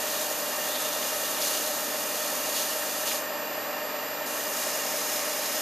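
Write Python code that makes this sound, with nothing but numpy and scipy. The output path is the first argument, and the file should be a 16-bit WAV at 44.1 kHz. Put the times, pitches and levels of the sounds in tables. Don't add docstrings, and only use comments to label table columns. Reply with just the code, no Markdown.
import sys
import numpy as np
from scipy import signal
from scipy.fft import rfft, irfft, next_fast_len
from scipy.io import wavfile

SR = 44100
rng = np.random.default_rng(int(sys.argv[2]) if len(sys.argv) > 2 else 0)


def generate_wav(signal):
    frames = np.transpose(np.atleast_2d(signal))
    scaled = np.clip(frames, -1, 1) * 32767
    pcm = np.round(scaled).astype(np.int16)
    wavfile.write(sys.argv[1], SR, pcm)


N = 247401
T = np.arange(N) / SR
HZ = np.fft.rfftfreq(N, 1 / SR)
MOTOR_HZ, SPINDLE_HZ, BELT_LAP_S = 25.387, 30.4, .2724


def amp(db):
    return 10 ** (np.asarray(db) / 20)


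def unit_rms(x):
    return x / np.sqrt(np.mean(x ** 2) + 1e-20)


def spectrum(points):
    hz, db = np.transpose(points)
    return amp(np.interp(np.log(HZ + 1), np.log(hz), db))


def resonances(rows):
    peaks = (amp(db) / (1 + ((HZ - hz) / width) ** 2 * np.sqrt(np.e)) for hz, width, db in rows)
    return np.sqrt(sum(peak ** 2 for peak in peaks))


def colour(drive, gain):
    return irfft(rfft(drive) * gain, N) * np.sqrt(SR / 2)


def wander(rate_hz):
    t = np.arange(0, N / SR + 1, 1 / 1000)
    hz = np.fft.rfftfreq(len(t), t[1])
    lowpass = np.exp(-(hz / rate_hz) ** 2) * (hz > 0)
    slow = irfft(rfft(rng.standard_normal(len(t))) * lowpass, len(t))
    return unit_rms(np.interp(T, t, slow))


def tone(cycles, db):
    return amp(db) * np.sqrt(2) * np.sin(2 * np.pi * (cycles + rng.random()))


def swell(t, half_width):
    return np.exp(-(t / half_width) ** 2)


def stroke(start, end, attack_s, decay_s):
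    return np.clip((T - start) / attack_s, 0, 1) * np.exp(-np.maximum(T - end, 0) / decay_s)


# time in seconds, speed above normal in percent.
SPEED_CURVE = [(0, -.07), (.3, 0), (.55, .17), (1.2, 0), (3.1, 0), (3.4, .44), (3.7, 0), (4, -.21),
               (4.5, -.23), (4.75, 0), (5.05, .27), (5.6, .07)]

def shaft_clock(drift=.0001):
    percent = np.interp(T, *np.transpose(SPEED_CURVE))
    return T + np.cumsum(percent / 100 + drift * wander(rate_hz=3)) / SR


# multiple of the shaft speed, rms level in dB.
SHAFT_HARMONICS = [(4, -69.5), (6, -68.5), (8, -59.5), (10, -60), (11, -58), (12, -52.5), (20, -58),
                   (24, -48), (30, -55.5), (32, -50.3), (36, -48.7), (64, -53.5), (96, -51.3)]
# frequency in Hz, rms level in dB.
LATHE_TONES = [(64.2, -73), (152.3, -67), (242.1, -57.5), (277.3, -64.5), (440.6, -56.5), (462, -55),
               (1070.6, -52.5), (1258, -55.5), (2336, -60), (2670, -59), (4671, -53)]

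def motor(clock, waver=.08):
    partials = [(order * MOTOR_HZ, db) for order, db in SHAFT_HARMONICS] + LATHE_TONES
    return sum(tone(hz * clock, db) * (1 + waver * wander(rate_hz=18)) for hz, db in partials)


# frequency in Hz, width in Hz, level in dB per Hz.
BRUSH_MODES = [(4720, 25, -75), (5010, 45, -74), (7300, 140, -80)]

def brushes(clock, squeak_order=288, squeak_floor=.12, chafe_depth=.32):
    pass_hz, worn_phase, half_width_s = 2 * MOTOR_HZ, .525, .0038
    from_worn_s = ((pass_hz * clock - worn_phase + .5) % 1 - .5) / pass_hz
    worn = np.exp(-(from_worn_s / half_width_s) ** 4)
    squeak = tone(squeak_order * MOTOR_HZ * clock, db=-46.5) * (squeak_floor + (1 - squeak_floor) * worn)
    chafe = unit_rms(1 - chafe_depth + chafe_depth * worn) * rng.standard_normal(N)
    return squeak + colour(chafe, resonances(BRUSH_MODES))


# time into the beat in
# seconds, ring frequency in Hz, half-width in seconds, level in dB in the first, second and third beat.
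BELT_SLAPS = [(.0122, 608, .0052, -44, -43.4, -38.7), (.02394, 605, .0101, -42.8, -38.4, -38.4),
              (.04148, 611, .007, -33.2, -36.2, -34), (.06061, 556, .0112, -41, -40.1, -41),
              (.07054, 587, .0056, -35.4, -36, -38.5), (.08417, 579, .0065, -39.1, -43.3, -39)]

def belt(clock, waver=.043):
    beat_s, out = BELT_LAP_S / 3, np.zeros(N)
    for at, hz, half_width, *levels_db in BELT_SLAPS:
        beat, t = np.divmod(clock - at + beat_s / 2, beat_s)
        t = t - beat_s / 2
        strength = amp(levels_db)[beat.astype(int) % len(levels_db)]
        out += strength * swell(t, half_width) * np.sqrt(2) * np.cos(2 * np.pi * hz * t)
    return out * (1 + waver * wander(rate_hz=18))


# frequency in Hz, level in dB per Hz.
RUSH_SPECTRUM = [(25, -112), (45, -103), (110, -85), (140, -94.5), (175, -80), (260, -72), (345, -76),
                 (480, -68.5), (700, -69.5), (1000, -70), (1270, -68.5), (1410, -71.5), (2200, -76),
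                 (4800, -81), (7000, -81.5), (8500, -88.5), (13400, -88.5), (14300, -110)]
# frequency in Hz, width in Hz, level in dB per Hz.
HEADSTOCK_MODES = [(392, 16, -70), (607, 66, -65.5), (758, 17, -65), (1132, 12, -67.5), (1323, 11, -66),
                   (1795, 67, -65.5), (1886, 45, -67), (2010, 35, -75), (2797, 61, -68), (9900, 300, -92)]

def bearings(belt_below_hz=620, belt_share=.49):
    gain = np.hypot(spectrum(RUSH_SPECTRUM), resonances(HEADSTOCK_MODES))
    repeating = belt_share / (1 + (HZ / belt_below_hz) ** 4)
    lap_noise = np.resize(rng.standard_normal(round(BELT_LAP_S * SR)), N)
    rolling = rng.standard_normal(N)
    return colour(lap_noise, gain * np.sqrt(repeating)) + colour(rolling, gain * np.sqrt(1 - repeating))


# offset in multiples of the shaft speed, rms level in dB.
WHISTLE_SIDEBANDS = [(-36, -67), (-2, -68), (2, -68), (24, -69), (32, -58), (36, -66), (48, -66)]
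# time in seconds, change of level in dB.
WHISTLE_DIPS = [(3.34, -1), (3.8, -1.3), (4.68, -5), (5.26, -3)]

def controller(clock, switching_hz=12004, drift_hz=.88, level_db=-40, waver_db=.26, pan=.067):
    cycles = np.cumsum(switching_hz + drift_hz * wander(rate_hz=2.9)) / SR
    dips_db = sum(db * swell(T - at, half_width=.068) for at, db in WHISTLE_DIPS)
    carrier = tone(cycles, level_db + waver_db * wander(rate_hz=8.3) + dips_db)
    sidebands = sum(tone(cycles + order * MOTOR_HZ * clock, db) for order, db in WHISTLE_SIDEBANDS)
    return (carrier + sidebands) * np.array([[1 - pan / 2], [1 + pan / 2]])


# touch in seconds, lift in seconds.
CONTACTS = [(-.1, 3.17), (4.255, 5.7)]
# start in seconds, hold in seconds, extra scraping in dB,
# rasp level in dB per Hz.
HAND_PRESSES = [(0, 0.24, 2, -76.5), (0.788, 0.041, 2, -88), (1.04, 0.34, 1.4, -87), (1.397, 0.12, 4, -74),
                (1.522, 0.13, 1.7, -78), (2.125, .22, 1, -81), (2.446, 0.28, 1, -81),
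                (2.532, 0.074, 3, -74), (3.05, 0.061, 3.2, -71), (4.25, 0.039, 1, -90),
                (4.552, 0.13, 2, -86), (4.955, 0.065, 1.5, -92), (5.1, 0.087, 2.3, -90),
                (5.41, 0.29, 1, -83)]

def hand(light_db=-4, settle_s=.19, resting_db=-.4, tremor_db=.28):
    contact, bite = np.zeros(N), np.zeros(N)
    for touch, lift in CONTACTS:
        settling = amp(light_db * np.exp(-abs(T - touch) / settle_s))
        contact += stroke(touch, lift, attack_s=.012, decay_s=.05) * settling
    force_db = resting_db + tremor_db * wander(rate_hz=14)
    for start, hold, extra_db, rasp_db in HAND_PRESSES:
        press = stroke(start, start + hold, attack_s=.02, decay_s=.04)
        force_db += extra_db * press
        bite += amp(rasp_db) * press
    return contact, amp(force_db), bite


def scrape(snaps_per_s=2500, spread_db=3, snap_share=.23, off_centre=.055, oval=.03, buzz=.015):
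    sizes = amp(spread_db * np.minimum(rng.exponential(1, N), 4.5)) * rng.choice([-1, 1], N)
    snaps = unit_rms(sizes * (rng.random(N) < snaps_per_s / SR))
    drive = np.sqrt(snap_share) * snaps + np.sqrt(1 - snap_share) * rng.standard_normal(N)
    angle = 2 * np.pi * SPINDLE_HZ * T
    pulsing = 1 + off_centre * np.cos(angle) + oval * np.cos(2 * angle)
    pulsing += buzz * np.cos(2 * np.pi * 2 * MOTOR_HZ * T)
    flutter_db = .65 * wander(rate_hz=130)
    return drive * pulsing * amp(flutter_db)


# start in seconds, end in seconds,
# frequency in Hz, width in Hz, level in dB per Hz.
GRIP_MODES = [(-.7, 3.6, 4490, 70, -73.5), (.45, 1.55, 2820, 55, -69), (.55, 1.45, 3530, 330, -72.5),
              (.6, 1.9, 4000, 800, -77), (4.3, 6.1, 5020, 110, -71.5), (4.4, 5.8, 5220, 90, -69.5),
              (4.4, 6.1, 5510, 70, -71), (4.4, 6.1, 5870, 70, -72.5), (4.2, 6.1, 6520, 180, -72),
              (4.3, 6.2, 7000, 700, -77.5), (4.3, 6.1, 3980, 110, -75), (4.5, 5.8, 2150, 500, -74)]

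def paper_ring(fade_share=.34, pitch_drift=.004):
    edge, out = scrape(), np.zeros(N)
    drift_s = np.cumsum(pitch_drift * wander(rate_hz=4.9)) / SR
    for start, end, hz, width, db in GRIP_MODES:
        inside = np.minimum(T - start, end - T) / (end - start)
        held = np.clip(2 * inside / fade_share, 0, 1)
        ring = colour(edge, resonances([(hz, width, db)]))
        analytic = signal.hilbert(ring, next_fast_len(N))[:N]
        out += np.sqrt(held) * (analytic * np.exp(2j * np.pi * hz * drift_s)).real
    return out


# frequency in Hz, level in dB per Hz.
GRIT_SPECTRUM = [(900, -101), (2000, -86.5), (3000, -77.5), (4400, -75), (5400, -75), (6400, -72),
                 (7200, -74), (7900, -76.8), (10000, -75), (14100, -75.5), (14700, -97)]
# frequency in Hz, width in Hz, level in dB per Hz.
PAPER_MODES = [(2840, 32, -69), (3430, 57, -73.5), (6300, 280, -74), (6720, 220, -71)]

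def sanding(rasp_hz=3800, rasp_width_hz=1840):
    contact, force, bite = hand()
    hiss = force * colour(scrape(), np.hypot(spectrum(GRIT_SPECTRUM), resonances(PAPER_MODES)))
    rasp = bite * colour(scrape(), resonances([(rasp_hz, rasp_width_hz, 0)]))
    return (hiss + rasp + paper_ring()) * contact


# centre time in seconds, frequency in Hz, width in Hz, level in dB per Hz, length in seconds.
SNAGS_AND_TICKS = [(.175, 3750, 1000, -71, .03), (.76, 3500, 800, -69, .024), (.935, 2870, 150, -65.5, .022),
                   (.965, 3400, 350, -68, .006), (1.029, 3700, 1200, -66, .007), (1.085, 5800, 1300, -67, .004),
                   (1.097, 3100, 400, -66, .008), (1.425, 4800, 2200, -67.5, .013),
                   (1.46, 6600, 900, -65.5, .008), (1.477, 5600, 2000, -68.5, .014),
                   (1.553, 2900, 200, -63.5, .008), (2.575, 2870, 250, -65, .023), (2.715, 2860, 250, -65, .02),
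                   (3.08, 4200, 3200, -69.5, .006), (3.116, 2300, 1700, -63, .004),
                   (3.122, 2780, 400, -64, .009), (3.157, 3800, 3000, -73, .007),
                   (4.625, 4000, 500, -68.5, .018), (5.457, 4700, 1400, -74, .03)]

def snags_and_ticks():
    drive, out = scrape(), np.zeros(N)
    for at, hz, width, db, length in SNAGS_AND_TICKS:
        out += swell(T - at, length / np.sqrt(2)) * colour(drive, resonances([(hz, width, db)]))
    return out


def sheet_radiation(x, cutoff_hz=900, t60=.11, echo_db=-15):
    direct = signal.sosfilt(signal.butter(2, cutoff_hz, "highpass", fs=SR, output="sos"), x)
    t = np.arange(SR // 16) / SR
    taps = rng.standard_normal(len(t)) * amp(-60 * t / t60) * (t > .001)
    echoes = amp(echo_db) * signal.fftconvolve(direct, taps / np.linalg.norm(taps))[:N]
    return (direct + echoes) / np.hypot(1, amp(echo_db))


# frequency in Hz, level of side relative to mid in dB.
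SIDE_SPECTRUM = [(30, -15), (110, -33), (320, -47), (480, -15), (620, -21), (1200, -14.5), (1850, -12),
                 (2800, -14.5), (4800, -13), (9000, -12), (14000, -14)]

def wall_scatter(x, t60=.21):
    t = np.arange(SR // 4) / SR
    scatter = rfft(rng.standard_normal(len(t)) * amp(-60 * t / t60), N)
    return irfft(rfft(x) * scatter / abs(scatter) * spectrum(SIDE_SPECTRUM), N)


def scene(balance_db=.17):
    clock = shaft_clock()
    lathe = motor(clock) + brushes(clock) + belt(clock) + bearings()
    mid = lathe + sheet_radiation(sanding() + snags_and_ticks())
    side = wall_scatter(mid)
    left, right = (mid + side) * amp(-balance_db), (mid - side) * amp(balance_db)
    return np.array([left, right]) + controller(clock)


def record(dry):
    lowpass = signal.firwin(301, cutoff=14750, window=("kaiser", 9), fs=SR)
    return signal.oaconvolve(dry, lowpass[None], "same")


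dry = scene()
out = record(dry)
generate_wav(out)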